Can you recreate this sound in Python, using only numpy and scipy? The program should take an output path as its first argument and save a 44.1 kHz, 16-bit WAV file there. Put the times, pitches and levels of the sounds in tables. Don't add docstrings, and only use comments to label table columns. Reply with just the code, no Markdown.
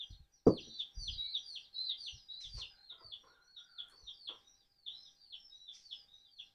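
import sys
import numpy as np
from scipy import signal
from scipy.fft import rfft, irfft
from scipy.io import wavfile
from scipy.ndimage import uniform_filter1d

SR = 44100
rng = np.random.default_rng(int(sys.argv[2]) if len(sys.argv) > 2 else 0)


def transcribe(signal):
    frames = np.atleast_2d(signal).T
    limited = np.clip(frames, -1, 1)
    pcm = np.round(limited * 32767).astype(np.int16)
    wavfile.write(sys.argv[1], SR, pcm)


N = 288414

# f/Hz, t60/s
PORCH_DECAY = [(100, 0.66), (1000, 0.18), (3000, 0.25), (6000, .33), (12000, 0.29)]
# f/Hz, level/dB
WHINE_TONES = [(800, -87), (1600, -91)]

# f/Hz, relative level/dB
YARD_COLOUR = [(20, 9.5), (60, 0.5), (150, -2.5), (400, -7), (1000, -11.5), (2000, -12), (5000, -20),
               (8800, -24), (10500, -28), (14000, -24), (15000, -32.5)]
PUFF_COLOUR = [(15, -14), (35, 6.5), (75, -2), (130, -11), (250, -30), (600, -46.5), (2000, -60.5)]
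WOOF_COLOUR = [(100, -22.5), (350, -1.5), (700, -7.5), (1200, -5), (1750, -9.5), (2200, -11), (3500, -30),
               (5000, -44)]
RUSTLE_COLOUR = [(1000, -26), (2200, -9), (4000, -7.5), (5800, 4), (7000, -15.5), (9500, -23.5),
                 (11500, -41), (15000, -53)]
SNAP_COLOUR = [(500, -15), (1500, 14.5), (3400, -19), (5500, -10), (7500, -5), (9600, 1.5), (11500, -11),
               (15000, -22)]
CLATTER_COLOUR = [(40, -18), (130, 10.5), (480, 9.5), (750, -12.5), (1150, -8.5), (1600, -35.5),
                  (3000, -50), (6000, -33.5), (8000, -57), (15000, -66.5)]

# t/s, level/dB, rise/s, t60/s
AIR_PUFFS = [(.095, -44, 0.014, 0.18), (.19, -53.5, 0.0091, 0.15), (.94, -47, 0.04, 0.57),
             (1.06, -45, 0.037, 0.25), (1.14, -49, 0.037, 0.089), (2.11, -48.5, 0.041, 0.12),
             (2.44, -54, 0.01, 0.42), (2.53, -42, 0.02, 0.28), (3.03, -59.5, 0.021, 0.31),
             (4.01, -56, 0.024, 0.18)]
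HOLLOW_WOOFS = [(2.56, -60.5, 0.023, 0.33), (2.91, -70, 0.012, 1), (3.0, -63, 0.0099, 0.19),
                (3.225, -66, 0.017, 1), (3.91, -69.5, 0.021, 0.95), (4.278, -55, 0.021, 0.33)]
CRISP_RUSTLES = [(.75, -66, 0.056, 0.22), (2.395, -55.5, 0.018, 0.54), (2.53, -55, 0.066, 0.17),
                 (5.705, -58, 0.047, 0.62)]
FIRE_SNAPS = [(3.882, -63, 0.0023, 0.028), (3.896, -64.5, 0.0015, 0.22)]

# f/Hz, width/Hz, boost/dB
WOOF_RESONANCES = [(477, 190, 10.5), (1052, 260, 14), (1350, 110, 6.5)]
# f/Hz, relative level/dB, t60/s
HEAVY_MODES = [(113, -6, .22), (133, -7, .21), (165, -7, .19), (221, 0, .24), (287, -9, .2), (314, -7, .22),
               (360, 0, .19), (395, -10, .2), (440, -2, .19), (495, -8, .17), (520, 0, .17),
               (554, -11, .18), (596, -9, .17), (661, -14, .2), (707, -17, .2), (746, -18, .19),
               (931, -23, .22), (1035, -21, .16), (1124, -22, .19), (1222, -24, .18)]
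# t/s, impulse/dB, contact/s
HEAVY_BLOWS = [(0.4656, -31, 0.0011), (.469, -25.5, 0.00067), (0.4816, -35.5, 0.00025),
               (0.494, -47, 0.00067), (.673, -54, 0.0027)]

# t/s, length/s, f/Hz, slide/Hz, level/dB, octave lift as the beak opens/dB
CROW_SYLLABLES = [(2.684, .16, 797, 74, -68.5, -10), (2.877, 0.23, 672, -81, -66.5, -12.5),
                  (3.24, .29, 729.7, 54.5, -68, 0), (3.531, .36, 723.7, -57, -67.5, 0)]
CROW_HARMONICS = [-9.5, 3, -19]
# t/s, length/s, middle f/Hz, slide/Hz, level/dB
THIN_WHISTLES = [(0.02, 0.099, 5880, -200, -72), (0.316, 0.089, 5670, -600, -71.5),
                 (0.572, 0.19, 5820, -130, -67), (0.662, 0.17, 4500, 209.5, -61.5),
                 (0.669, 0.11, 3666, -350, -60), (0.928, .19, 5870, 218, -61.5),
                 (1.079, .12, 4820, -350, -58.5), (1.166, 0.17, 2276, 0, -71),
                 (1.223, 0.13, 4375, 398.5, -54), (1.359, 0.087, 5774, -200, -64.5),
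                 (1.459, .18, 5800, -450, -71), (1.723, 0.17, 5050, -250, -70.5),
                 (1.726, 0.047, 4320, 301.5, -56), (1.851, 0.048, 4470, -400, -50.5),
                 (1.88, 0.095, 2070, 149.5, -76), (1.973, 0.14, 5950, 370, -70.5),
                 (2.078, 0.1, 5820, -650, -62.5), (2.128, 0.16, 5060, -600, -67.5),
                 (2.309, 0.076, 4590, 546.5, -63), (2.647, 0.11, 5024, -300, -67),
                 (3.144, 0.22, 5650, -150, -79.5), (3.24, 0.092, 4450, -300, -73),
                 (3.397, .13, 5800, -150, -81.5), (3.56, .1, 5680, -45, -72.5),
                 (3.964, 0.21, 5730, -750, -72), (4.46, 0.1, 5740, -350, -69),
                 (4.567, .08, 4720, -400, -75.5), (4.94, .16, 5187, -400, -65), (4.984, 0.2, 5800, 0, -76),
                 (5.347, 0.18, 5385, -400, -65.5), (5.534, 0.12, 5766, -550, -70.5),
                 (5.91, 0.15, 5035, -800, -66), (6.125, 0.087, 5930, -350, -76.5)]
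# t/s, level/dB
QUICK_FLICKS = [(0.1, -64.5), (.601, -55), (1.109, -50.5), (1.622, -61.5), (2.155, -65.5)]
# t/s, relative level/dB
ECHO_BALANCE = [(.5, -10.5), (2.3, -7), (2.75, -3.5), (6.4, 3)]
# knee t/s, slide length/s, end f/Hz, slide level/dB,
# drop level/dB
FALLING_NOTES = [(.565, 0.11, 2580, -56, -45.5), (1.067, .115, 2800, -52, -35),
                 (1.546, .12, 2587, -52, -45), (2.055, 0.083, 2760, -50, -39.5),
                 (2.603, .12, 2634, -53, -42), (3.108, .13, 2835, -62, -46), (3.771, .13, 3000, -66, -42),
                 (4.26, .135, 2717, -62.5, -47), (4.85, .14, 2950, -72.5, -41),
                 (5.312, .17, 2774, -66.5, -48), (5.897, .106, 2910, -63.5, -43.5),
                 (6.373, .12, 2702, -69.5, -49.5)]
# knee t/s, climb length/s, middle f/Hz, rise/Hz, bow/Hz,
# climb level/dB, change over the climb/dB, drop level/dB
ARCHED_NOTES = [(-.018, .12, 3850, 202, 51, -55, 1, -42.5), (0.219, .12, 4270, 60, 67.5, -71, -12, -81),
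                (0.773, .13, 4005, 52, -3.5, -59, 10, -36.5),
                (1.327, .15, 3927, 300, -62, -41.5, -16, -38.5),
                (1.884, .14, 4075, 169.5, 160.5, -41.5, -3, -38.5),
                (2.413, .13, 3957, 285, -6.5, -51, -7.5, -46),
                (2.876, .12, 4175, 197, -2.5, -66.5, 4, -48.5),
                (3.541, .15, 4310, 450, 200, -72.5, 3.5, -50), (4.05, .16, 4527, -6, 400, -68.5, 0.5, -45),
                (4.593, .19, 3873, 447.5, 31.5, -73.5, -13, -75.5),
                (5.03, .14, 4022, 554.5, 97, -60.5, -16, -60),
                (5.656, .16, 3893, 158.5, 53, -63, -10.5, -54), (6.232, .16, 3813, 380, 3.5, -65, -10, -67)]


def amp(db):
    return 10 ** (np.asarray(db) / 20)


def unit_rms(x):
    return x / np.sqrt(np.mean(x ** 2) + 1e-20)


def curve_at(points, hz):
    f, value = np.transpose(points)
    return np.interp(np.log(hz + 1), np.log(f + 1), value)


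def add(mix, s, sound):
    at = round(s * SR)
    sound = sound[max(-at, 0):]
    part = mix[max(at, 0):][:len(sound)]
    part += sound[:len(part)]


def noise(colour):
    gain = amp(curve_at(colour, np.fft.rfftfreq(N, 1 / SR)))
    return unit_rms(irfft(rfft(rng.standard_normal(N)) * gain, N))


def waver(n, hz):
    f = np.fft.rfftfreq(2 * SR, 1 / SR)
    return unit_rms(irfft(rfft(rng.standard_normal(2 * SR)) * np.exp(-(f / hz) ** 2)))[:n]


def bursts(rows, colour):
    level, t = np.zeros(N), np.arange(SR // 2) / SR
    for s, db, rise, t60 in rows:
        attack = np.minimum(t / rise, 1) ** 2
        add(level, s, attack * amp(db - 60 * np.maximum(t - rise, 0) / t60))
    return level * noise(colour)


def arc(u, start, middle, end):
    return start + (end - start) * u + (middle - (start + end) / 2) * 4 * u * (1 - u)


def sweep(u, middle_hz, slide_hz, bow_hz):
    return middle_hz + slide_hz * (u - .5) - bow_hz * (2 * u - 1) ** 2


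def walls(x, share=.78):
    taps = np.zeros(SR // 30)
    at = rng.integers(SR // 700, len(taps), size=9)
    taps[at] = rng.choice([-1, 1], size=9) * np.exp(-at / len(taps))
    return x + share * signal.fftconvolve(x, taps / np.linalg.norm(taps))[:N]


def porch(x, gap_s=.004):
    size = SR // 2
    taps = rng.standard_normal(size) * (rng.random(size) < 2500 / SR)
    hz, t, bins = signal.stft(taps, SR, nperseg=256)
    decay = amp(-60 * t / curve_at(PORCH_DECAY, hz)[:, None])
    tail = signal.istft(bins * decay, SR, nperseg=256)[1]
    response = np.r_[np.zeros(int(gap_s * SR)), tail / np.linalg.norm(tail)]
    return signal.fftconvolve(x, response)[:N]


def yard(noise_db=-75.5):
    t = np.arange(N) / SR
    whine = sum(np.sqrt(2) * amp(db) * np.sin(2 * np.pi * hz * t) for hz, db in WHINE_TONES)
    return amp(noise_db) * noise(YARD_COLOUR) + whine


def puffs():
    return bursts(AIR_PUFFS, PUFF_COLOUR)


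def woofs():
    hz = np.geomspace(60, 5000, 240)
    peaks_db = sum(db / (1 + (2 * (hz - centre) / width) ** 2) for centre, width, db in WOOF_RESONANCES)
    return bursts(HOLLOW_WOOFS, np.c_[hz, curve_at(WOOF_COLOUR, hz) + peaks_db])


def fire():
    return bursts(FIRE_SNAPS, SNAP_COLOUR)


def rustles():
    return bursts(CRISP_RUSTLES, RUSTLE_COLOUR)


def thud(echo_db=-17, slap_hz=430, slap_db=9, slap_t60=.054):
    t, force = np.arange(SR // 2) / SR, np.zeros(N)
    modes = HEAVY_MODES + [(slap_hz, slap_db, slap_t60)]
    ring = sum((-1) ** k * amp(db - 60 * t / t60) * np.sin(2 * np.pi * hz * t)
               for k, (hz, db, t60) in enumerate(modes))
    for s, db, contact in HEAVY_BLOWS:
        push = t * np.exp(-4 * t / contact)
        add(force, s, amp(db) * push / push.sum())
    body = signal.fftconvolve(force, ring)[:N]
    echo = amp(echo_db) * porch(body)
    clatter = bursts([(.4645, -17.5, .007355, .12), (.468, -33, .01, .22)], CLATTER_COLOUR)
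    return body + echo + clatter


def rooster(jitter=.042, hoarse=.37, direct_db=-18.5, echo_db=-1.5):
    out = np.zeros(N)
    for s, length, pitch_hz, slide_hz, level_db, lift_db in CROW_SYLLABLES:
        u = np.linspace(0, 1, int(length * SR))
        hz = sweep(u, pitch_hz, slide_hz, bow_hz=8.5) * (1 + jitter * waver(len(u), 120))
        phase = 2 * np.pi * np.cumsum(hz) / SR
        voice = sum(amp(db + lift_db * (k == 2)) * np.sin(k * phase)
                    for k, db in enumerate(CROW_HARMONICS, 1))
        voice = unit_rms(voice * (1 + hoarse * waver(len(u), 540)))
        add(out, s, amp(level_db) * voice * signal.windows.tukey(len(u), .31))
    return amp(direct_db) * out + amp(echo_db) * porch(out)


def syrinx(hz, db, rasp, jitter=.0073, flutter_db=1.92, octave_db=-27):
    n = len(hz)
    phase = 2 * np.pi * np.cumsum(hz * (1 + jitter * waver(n, 160))) / SR
    octave_by_pitch = [(3000, -26.5), (4000, -24.5), (4250, -1.5), (4600, -3), (5000, -15), (5600, -23)]
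    octave = amp(octave_db + curve_at(octave_by_pitch, hz)) * np.sin(2 * phase)
    fringe = rasp * (waver(n, 360) * np.sin(phase) + waver(n, 520) * np.cos(phase))
    level = np.sqrt(2) * amp(db + flutter_db * waver(n, 71.1))
    return level * (np.sin(phase) + fringe + octave)


def flock(level_db=-72, count=36):
    out, u = np.zeros(N), np.linspace(0, 1, SR // 6)
    for k, (when, pitch, softness) in enumerate(rng.random((count, 3))):
        hz = (4100 + 1800 * pitch) * arc(u, .97, .96, .57)
        note = syrinx(hz, level_db - 6 * softness, rasp=.29) * np.sin(np.pi * u)
        add(out, (k + when) / count * N / SR, note)
    return porch(out)


def whistles(fade_db=-9, direct_db=-1, echo_db=-3, flick_s=.05, flick_hz=4150, flick_slide_hz=-2300):
    out = np.zeros(N)
    flicks = [(s, flick_s, flick_hz, flick_slide_hz, db) for s, db in QUICK_FLICKS]
    for s, length, middle_hz, slide_hz, db in THIN_WHISTLES + flicks:
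        u = np.linspace(0, 1, int(length * SR))
        hz = sweep(u, middle_hz, slide_hz, bow_hz=52)
        note = syrinx(hz, db + fade_db * (2 * u - 1) ** 2, rasp=.17, jitter=.006, octave_db=-34)
        add(out, s, note * signal.windows.tukey(len(u), .2))
    return amp(direct_db) * walls(out) + amp(echo_db) * porch(out)


def wander(notes, farther_db, echo_db=3, scatter=.4):
    direct, reflected = np.zeros((2, N))
    for s, note in notes:
        wet = amp(np.interp(s, *np.transpose(ECHO_BALANCE)) + farther_db)
        flutter = (1 + scatter * waver(len(note), 300)) / np.hypot(1, scatter)
        add(direct, s, note / np.hypot(1, wet))
        add(reflected, s, note * flutter * wet / np.hypot(1, wet))
    early = walls(reflected, share=.93) - reflected
    return direct + early + amp(echo_db) * porch(reflected, gap_s=.0079)


def peep(glide_hz, glide_db, end_hz, drop_db, drop_s, landing, octave_db, drop_rasp, jitter,
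         crest, push_db, ending_db, glide_rasp=.08):
    u = np.linspace(0, 1, int(drop_s * SR))
    knee_hz, knee_db = glide_hz[-1], glide_db[-1]
    fall = u + landing * u ** 2 * (1 - u)
    hz = np.r_[glide_hz, knee_hz + (end_hz - knee_hz) * fall]
    push = np.interp(u, [0, crest / 2, crest, 1],
                     [knee_db, knee_db + push_db, drop_db + push_db, drop_db + ending_db])
    rasp = glide_rasp + drop_rasp * np.r_[np.zeros(len(glide_hz)), u]
    note = syrinx(hz, np.r_[glide_db, push], rasp, jitter, octave_db=octave_db)
    return note * signal.windows.tukey(len(hz), .06)


def falling_peeps(pitches_hz=(4820, 4622, 4147), onset_db=-12, swell=.45):
    for knee, length, end_hz, slide_db, drop_db in FALLING_NOTES:
        u = np.linspace(0, 1, int(length * SR))
        db = slide_db + onset_db * np.maximum(1 - u / swell, 0)
        note = peep(arc(u, *pitches_hz), db, end_hz, drop_db, drop_s=.038, landing=.62, octave_db=-22.5,
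                    drop_rasp=.032, jitter=.011, crest=.41, push_db=.5, ending_db=-10.5)
        yield knee - length, note


def arched_peeps(end_hz=3100, onset_db=-12, swell=.23):
    for knee, length, middle_hz, rise_hz, bow_hz, climb_db, change_db, drop_db in ARCHED_NOTES:
        u = np.linspace(0, 1, int(length * SR))
        hz = sweep(u, middle_hz, rise_hz, bow_hz)
        db = climb_db + change_db * (u - .5) + onset_db * np.maximum(1 - u / swell, 0)
        note = peep(hz, db, end_hz, drop_db, drop_s=.066, landing=.2, octave_db=-26.5,
                    drop_rasp=.31, jitter=.006, crest=.42, push_db=1.5, ending_db=-13)
        yield knee - length, note


def scene():
    near = wander(falling_peeps(), farther_db=3) + wander(arched_peeps(), farther_db=-.5)
    birds = near + whistles() + flock() + rooster()
    noises = thud() + woofs() + rustles() + fire()
    background = puffs() + yard()
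    return (background + noises + birds)[None]


def suppressor(x, open_db=-43, release_db_per_s=40, slope=.66, faint_db=-82):
    hz, t, bins = signal.stft(x, SR, nperseg=512, noverlap=384)
    power = abs(bins) ** 2 + 1e-20
    frame_db = 10 * np.log10(power.sum(0))
    held_db = np.maximum.accumulate(frame_db + release_db_per_s * t) - release_db_per_s * t
    band_share = curve_at([(2000, 1), (10000, .36)], hz)[:, None]
    faintness = 1 / (1 + uniform_filter1d(power, 5, axis=1) / amp(faint_db) ** 2)
    cut_db = np.clip(slope * (open_db - held_db), 0, 14) * band_share * faintness
    return signal.istft(bins * amp(-cut_db), SR, nperseg=512, noverlap=384)[1][:N]


def record(dry):
    lowpass = signal.firwin(511, 15200, window=("kaiser", 9), fs=SR)
    return signal.oaconvolve(suppressor(dry[0]), lowpass, "same")[None]


dry = scene()
out = record(dry)
transcribe(out)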